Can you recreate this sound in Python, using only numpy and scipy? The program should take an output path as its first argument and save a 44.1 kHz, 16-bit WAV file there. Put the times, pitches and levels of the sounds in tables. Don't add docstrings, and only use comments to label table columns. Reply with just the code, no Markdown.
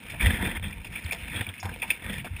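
import sys
import numpy as np
from scipy import signal
from scipy.io import wavfile

SR = 44100
rng = np.random.default_rng(int(sys.argv[2]) if len(sys.argv) > 2 else 0)


def makeup_ratio(level_db):
    decades = np.asarray(level_db, float) / 20
    return 10 ** decades


def dump(signal):
    limited = np.clip(np.atleast_2d(signal).T, -1, 1)
    pcm = np.round(limited * 32767).astype(np.int16)
    wavfile.write(sys.argv[1], SR, pcm)


N = 105840

# f/Hz, width/Hz, level/dB
CASE_RINGS = [(1878, 424, -7.5), (2175, 340, -3.5), (2380, 580, -1), (2643, 746, -7), (3200, 235, -12.5),
              (3510, 224, -10.5), (4080, 600, -24.5), (5132, 900, -23.5)]
# f/Hz, width/Hz, level/dB
HULL_RINGS = [(200, 72.6, 1), (316, 170, -13.5), (486, 119, -11.5), (704, 233, -14), (929, 168, -11.5),
              (1426, 970, -14)]
CASE_MAIN = 6
OWN_FLICKER_DB = 2


def rms_one(x):
    return x / np.sqrt(np.mean(x ** 2) + 1e-20)


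def curve_db(rows):
    return np.interp(np.arange(N) / SR, *np.transpose(rows))


def drift(rate):
    hop = 40
    r = np.exp(-2 * np.pi * rate * hop / SR)
    noise = rng.standard_normal(N // hop + 2002)
    slow = signal.lfilter([1], [1, -2 * r, r * r], noise)[2000:]
    return np.interp(np.arange(N) / hop, np.arange(len(slow)), rms_one(slow))


def resonance(x, hz, width_hz):
    r = np.exp(-np.pi * width_hz / SR)
    b = [(1 - r * r) / 2, 0, (r * r - 1) / 2]
    a = [1, -2 * r * np.cos(2 * np.pi * hz / SR), r * r]
    return signal.lfilter(b, a, signal.lfilter(b, a, x))


def body(x, rings, flicker_db=0):
    out = 0
    for k, (hz, width_hz, db) in enumerate(rings):
        gain = makeup_ratio(db + flicker_db * drift(18.7))
        out = out + (-1) ** k * gain * resonance(x, hz, width_hz)
    return out


def grains(crowd=1):
    grains_per_s, spread_db, flicker_db = 1900, 3, 2
    sizes = makeup_ratio(spread_db * np.minimum(rng.exponential(1, N), 4)) * rng.choice([-1, 1], N)
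    born = rng.random(N) < crowd * grains_per_s / SR
    clumps = makeup_ratio(flicker_db * (drift(4.5) + 1.44 * drift(38)))
    return rms_one(sizes * born * clumps) + 1e-18


def ticks():
    # t/s, peak/dB, f/Hz, bright part/dB, time to fall 60 dB/s
    tick_table = [(0.0981, -27.5, 2250, -21.5, 0.1), (0.195, -22.5, 2320, -40, 0.067),
                  (0.2073, -13, 2310, -31, 0.042), (0.2244, -11.5, 2460, -27, 0.019),
                  (0.2428, -18, 2350, -35, 0.0089), (0.2592, -14, 1930, -38, 0.075),
                  (0.5116, -20.5, 2030, -42, 0.055), (0.5655, -20, 2134, -36, 0.051),
                  (0.6378, -26.5, 2540, -35, 0.029), (0.7067, -27, 1940, -21, 0.023),
                  (0.7251, -22.5, 2380, -52, 0.033), (0.845, -26, 2720, -26, 0.067),
                  (0.8669, -27.5, 2460, -27, 0.053), (0.9206, -32, 2330, -28, 0.2),
                  (0.9531, -23, 2390, -34.5, 0.13), (1.061, -27, 2320, -43, 0.084),
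                  (1.1093, -13, 2370, -42, 0.028), (1.1202, -20.5, 2460, -18, 0.088),
                  (1.3638, -27, 2380, -43, 0.079),
                  (1.4074, -23.5, 2320, -34, 0.089), (1.465, -22, 2390, -33, 0.023),
                  (1.49, -28, 2580, -45, 0.059), (1.5378, -32.5, 2380, -27, 0.12),
                  (1.55, -30, 2440, -52, 0.034), (1.577, -31, 2580, -40, 0.23),
                  (1.6268, -40, 2390, -7, 0.083), (1.6545, -30, 1560, -10, 0.028),
                  (1.691, -23.5, 1600, -27, 0.039), (1.736, -25.5, 2436, -31, 0.059),
                  (1.7974, -29.5, 2520, -25, 0.031), (1.8182, -14, 2450, -35, 0.053),
                  (1.825, -17.5, 2420, -38, .09), (1.9017, -4.5, 2597, -41, 0.027),
                  (1.907, -13.5, 2510, -32, 0.076), (2.0956, -25, 3240, -38, 0.086),
                  (2.126, -30.5, 2170, -24, 0.2), (2.1792, -23, 2410, -26, 0.043),
                  (2.1943, -25, 2760, -44, 0.12), (2.2437, -27, 2450, -28, 0.14),
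                  (2.3635, -22.5, 2600, -32, 0.036)]
    attack_s, ring_s, width_hz = 0.0023, 0.018, 670
    tone_db, tail_db, near_db, bright_gain_db = -0.5, -12, -0.5, 13.5
    t = np.arange(SR // 4) / SR
    rise = 1 - np.exp(-t / attack_s)
    tone, rattle, bright = np.zeros((3, N + SR))
    for s, db, hz, bright_db, t60 in tick_table:
        noise = rng.standard_normal(len(t))
        i = int(s * SR)
        span = slice(i, i + len(t))
        ring = makeup_ratio(db + tone_db - 60 * t / ring_s) * rise ** 2
        tone[span] += ring * 2 * np.sin(2 * np.pi * hz * t)
        fall = rise * makeup_ratio(db - 60 * t / max(t60, .01))
        tone[span] += makeup_ratio(tail_db + near_db) * fall * rms_one(resonance(noise, hz, width_hz))
        rattle[span] += noise * fall
        bright[span] += noise * fall * makeup_ratio(bright_db)
    unit = rng.standard_normal(N)
    main, top = CASE_RINGS[:CASE_MAIN], CASE_RINGS[CASE_MAIN:]
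    case_part = body(rattle[:N] + 1e-18, main) / np.std(body(unit, main))
    bright_part = body(bright[:N] + 1e-18, top) / np.std(body(unit, top))
    return tone[:N] + makeup_ratio(tail_db) * (case_part + makeup_ratio(bright_gain_db) * bright_part)


def snaps():
    # t/s, peak/dB, hull part/dB, bright part/dB
    snap_table = [(0.0368, -40, -5, -2), (0.0533, -30, -2, -2), (0.0992, -30, -16, 5),
                  (0.1204, -24, -10, 3), (0.2134, -31, -1, 3), (0.2314, -27, 0, 2), (0.2598, -11, -12, -5),
                  (0.2674, -10.5, -21, 3), (0.596, -28.5, -0.5, 5), (0.625, -33, -2.5, 6),
                  (0.6574, -25, -8, 0), (0.7831, -35, -10, -4), (0.8051, -39, -21, -19),
                  (0.845, -33.5, -1, 0), (1.0264, -31, -12, -12), (1.061, -19.5, -17, -3),
                  (1.0979, -25.5, -8, 2), (1.1234, -14.5, -25, 3), (1.1304, -15, -2.5, 0),
                  (1.1464, -22, -17, -5), (1.1822, -38, -15, -4), (1.1954, -42, -20, -14),
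                  (1.2456, -30, -4, 11), (1.3443, -28, 0, -13), (1.4087, -14.5, -25, -4),
                  (1.5384, -30, -8, 0), (1.5494, -39, -12, 0), (1.5783, -32, -26, 0), (1.5783, -42, -20, 0),
                  (1.6282, -26, -13, 3), (1.6531, -24.5, 6, 2), (1.6584, -26, -31, -3),
                  (1.6916, -34, 10, 2), (1.7154, -37, 8, 12), (1.7599, -26.5, 4, 4),
                  (1.8254, -16, -4.5, -6), (1.9031, -10, -16, 12.5), (1.9114, -18, -6, 5),
                  (2.0258, -29, -22, -15), (2.0632, -22, -5, -12), (2.1394, -19.5, -7, 2),
                  (2.1799, -28, -5, -5)]
    snap_db, spread_db, bright_top_db = -9, 2.5, 3
    start, peak_db, hull_db, bright_db = np.transpose(snap_table)
    rings = [*CASE_RINGS, *HULL_RINGS[2:]]
    out = 0
    for k, (hz, width_hz, db) in enumerate(rings):
        if k < CASE_MAIN:
            part_db = 0
        elif k < len(CASE_RINGS):
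            part_db = np.minimum(bright_db, bright_top_db)
        else:
            part_db = hull_db
        chance_db = rng.normal(0, spread_db, len(start))
        clicks = np.full(N, 1e-18)
        strength = makeup_ratio(peak_db + part_db + chance_db + db + snap_db) * SR / (2 * width_hz)
        clicks[(start * SR).astype(int)] = strength
        out = out + (-1) ** k * resonance(clicks, hz, width_hz)
    return out


def knocks():
    # t/s, peak/dB, f/Hz, time to fall 60 dB/s
    knock_table = [(.135, -41, 680, 0.12), (.262, -33, 780, 0.061), (1.121, -35.5, 680, 0.14),
                   (1.628, -33, 770, 0.049), (1.653, -36, 790, 0.13), (1.357, -36.5, 3350, 0.35),
                   (1.489, -30.5, 3340, 0.03), (1.6, -32, 5300, 0.046), (1.83, -39, 900, 0.15),
                   (1.148, -52, 800, .1), (2.095, -39, 490, 0.13), (2.1, -33.5, 2000, 0.049),
                   (2.245, -40, 714, 0.1)]
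    noise_db, width_hz, attack_s = -1.0, 480, 0.00046
    t, out = np.arange(SR // 4) / SR, np.zeros(N + SR)
    for s, db, hz, t60 in knock_table:
        puff = rms_one(resonance(rng.standard_normal(len(t)), hz, width_hz))
        note = np.sin(2 * np.pi * hz * t) + makeup_ratio(noise_db) * puff
        shape = (1 - np.exp(-t / attack_s)) * makeup_ratio(db - 60 * t / max(t60, .01))
        i = int(s * SR)
        out[i:i + len(t)] += note * shape
    return out[:N]


def thumps():
    # t/s, peak/dB, f/Hz, length/s
    thump_table = [(0.102, -41, 83.8, 0.1), (0.224, -15.5, 53.7, 0.053), (0.2625, -13, 83.3, 0.034),
                   (0.334, -20, 70.5, 0.011), (.415, -27.5, 189.5, 0.068), (.635, -36.5, 200, 0.08),
                   (2.092, -32, 200, 0.052), (0.562, -33, 74.5, 0.042), (0.644, -35.5, 78.5, 0.09),
                   (1.045, -27, 83, 0.036), (1.352, -27.5, 92.4, 0.032), (1.4, -26, 101.3, 0.031),
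                   (1.477, -32.5, 93, 0.044), (1.6373, -27, 90, 0.049), (1.714, -35, 94, 0.015),
                   (2.082, -33.5, 74.6, 0.035), (2.303, -27.5, 79, 0.035), (2.336, -26.5, 77.5, 0.021)]
    rise_share = 0.28
    t, out = np.arange(SR // 3) / SR, np.zeros(N + SR)
    for s, db, hz, length in thump_table:
        u = t / (rise_share * max(length, .005))
        i = int(s * SR)
        out[i:i + len(t)] += makeup_ratio(db) * u * np.exp(1 - u) * np.sin(2 * np.pi * hz * t)
    return out[:N]


def scrape():
    # t/s, length/s, level/dB, sag/dB
    stroke = [
        (1.627, .088, -43, 4),
    ]
    # f/Hz, width/Hz, level/dB
    scrape_rings = [(750, 600, 0), (1600, 1100, 0), (4300, 350, -13), (5250, 280, -7)]
    s, length, db, sag_db = stroke[0]
    u = np.arange(N) / SR - s
    shape = np.clip(u / 0.0016, 0, 1) * np.exp(-np.maximum(u - length, 0) / 0.0062)
    shape = shape * makeup_ratio(db - sag_db * np.clip(u / length, 0, 1))
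    return shape * rms_one(body(grains(crowd=0.92), scrape_rings, 1.1))


def line_zip():
    # t/s, length/s, start f/Hz, end f/Hz, level/dB
    zip_table = [
        (1.04, .014, 5400, 3500, -43),
    ]
    s, length, from_hz, to_hz, db = zip_table[0]
    u = np.clip((np.arange(N) / SR - s) / length, 0, 1)
    phase = 2 * np.pi * np.cumsum(from_hz * (to_hz / from_hz) ** u) / SR
    return makeup_ratio(db) * np.sin(np.pi * u) * np.sin(phase)


def washes():
    # t/s, length/s, level/dB, hull part/dB, sag over the length/dB
    wash_table = [(0.092, 0.051, -39, -8, 7), (0.199, 0.17, -30.5, -3, 1), (0.384, 0.19, -33, 0, 10),
                  (0.624, 0.11, -37, -4, 9), (0.849, 0.023, -44.5, 6, 14), (0.921, 0.077, -44.5, -3.5, 2),
                  (1.087, 0.082, -43.5, -4.5, 5), (1.31, 0.11, -46.5, -1.5, -10.5),
                  (1.461, 0.042, -50.5, 1.5, -5.5), (1.629, 0.11, -51.5, 10, 9),
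                  (2.016, 0.094, -45, -2.5, -9), (2.119, 0.086, -38, -8, 9.5),
                  (2.238, 0.035, -51.5, 7.5, 0)]
    tint_db = [10.5, 1.5, 1, -10, 11, 8.5, 3, -1.5]
    rise_s, fall_s = 0.0062, 0.009
    t, (case_level, hull_level) = np.arange(N) / SR, np.zeros((2, N))
    for s, length, db, hull_db, sag_db in wash_table:
        u = t - s
        shape = np.clip(u / rise_s, 0, 1) * np.exp(-np.maximum(u - length, 0) / fall_s)
        shape = shape * makeup_ratio(db - sag_db * np.clip(u / length, 0, 1))
        case_level += shape
        hull_level += shape * makeup_ratio(hull_db)
    water = grains(crowd=1.9) + 0.35 * rng.standard_normal(N)
    tinted = [(hz, w, db + tint) for (hz, w, db), tint in zip(CASE_RINGS, tint_db)]
    case_part = rms_one(body(water, tinted, OWN_FLICKER_DB))
    hull_part = rms_one(body(water + 0.83 * rng.standard_normal(N), HULL_RINGS, OWN_FLICKER_DB))
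    return case_level * case_part + hull_level * hull_part


def lapping():
    # t/s, level/dB
    lap_levels = [(0, -50), (.15, -46.5), (.3, -37), (.6, -57.5), (.77, -49), (.91, -50.5), (1.05, -44.5),
                  (1.22, -43.5), (1.3, -42), (1.53, -50.5), (1.6, -51), (1.78, -49), (1.84, -43.5),
                  (1.89, -40.5), (2.0, -47.5), (2.3, -53), (2.4, -42.5)]
    case_db, hull_db, hull_follows, smooth_share = 0.5, -4, 0.6, 0.64
    busy = curve_db(lap_levels)
    water = grains() + smooth_share * rng.standard_normal(N)
    case_part = rms_one(body(water, CASE_RINGS, OWN_FLICKER_DB))
    hull_part = rms_one(body(water + rng.standard_normal(N), HULL_RINGS, OWN_FLICKER_DB))
    hull_busy = busy.mean() + hull_follows * (busy - busy.mean())
    return makeup_ratio(busy + case_db) * case_part + makeup_ratio(hull_busy + hull_db) * hull_part


def rumble():
    # t/s, level/dB
    rocking = [(0, -48.5), (.3, -35.5), (.52, -39), (.8, -39.5), (.92, -41), (1.0, -51), (1.3, -39.5),
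               (1.58, -54), (1.7, -44), (1.95, -52), (2.1, -36.5), (2.25, -44), (2.4, -43)]
    # f/Hz, width/Hz, level/dB
    rumble_rings = [(33.1, 13.6, -1), (57.3, 29, -3.5), (90, 15.4, -2.5), (127, 95, -9.5)]
    lumpy = body(rng.standard_normal(N), rumble_rings, 2.0) * makeup_ratio(2.5 * drift(15))
    return makeup_ratio(curve_db(rocking) + 1) * rms_one(lumpy)


def hiss():
    return makeup_ratio(-68) * rng.standard_normal(N)


def scene():
    gear = ticks() + snaps() + knocks() + thumps() + scrape() + line_zip()
    water = washes() + lapping()
    return (gear + water + rumble() + hiss())[None]


def top_cut(x):
    return signal.sosfilt(signal.butter(12, 16470, fs=SR, output="sos"), x)


def record(dry):
    held_rate, repeats = 12000, 4
    dull = signal.sosfilt(signal.butter(8, 5750, fs=SR, output="sos"), dry)
    dull = signal.sosfilt(signal.butter(2, 39, "high", fs=SR, output="sos"), dull)
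    dull = signal.lfilter(*signal.iirnotch(4420, 35, fs=SR), dull)
    sampled = signal.resample(dull, N * held_rate // SR, axis=1)
    held = np.repeat(sampled, repeats, axis=1)
    full_rate = signal.resample(held, N, axis=1)
    mix = signal.sosfilt(signal.cheby2(12, 50, 16050, fs=SR, output="sos"), full_rate)
    return top_cut(mix)


dry = scene()
out = record(dry)
dump(out)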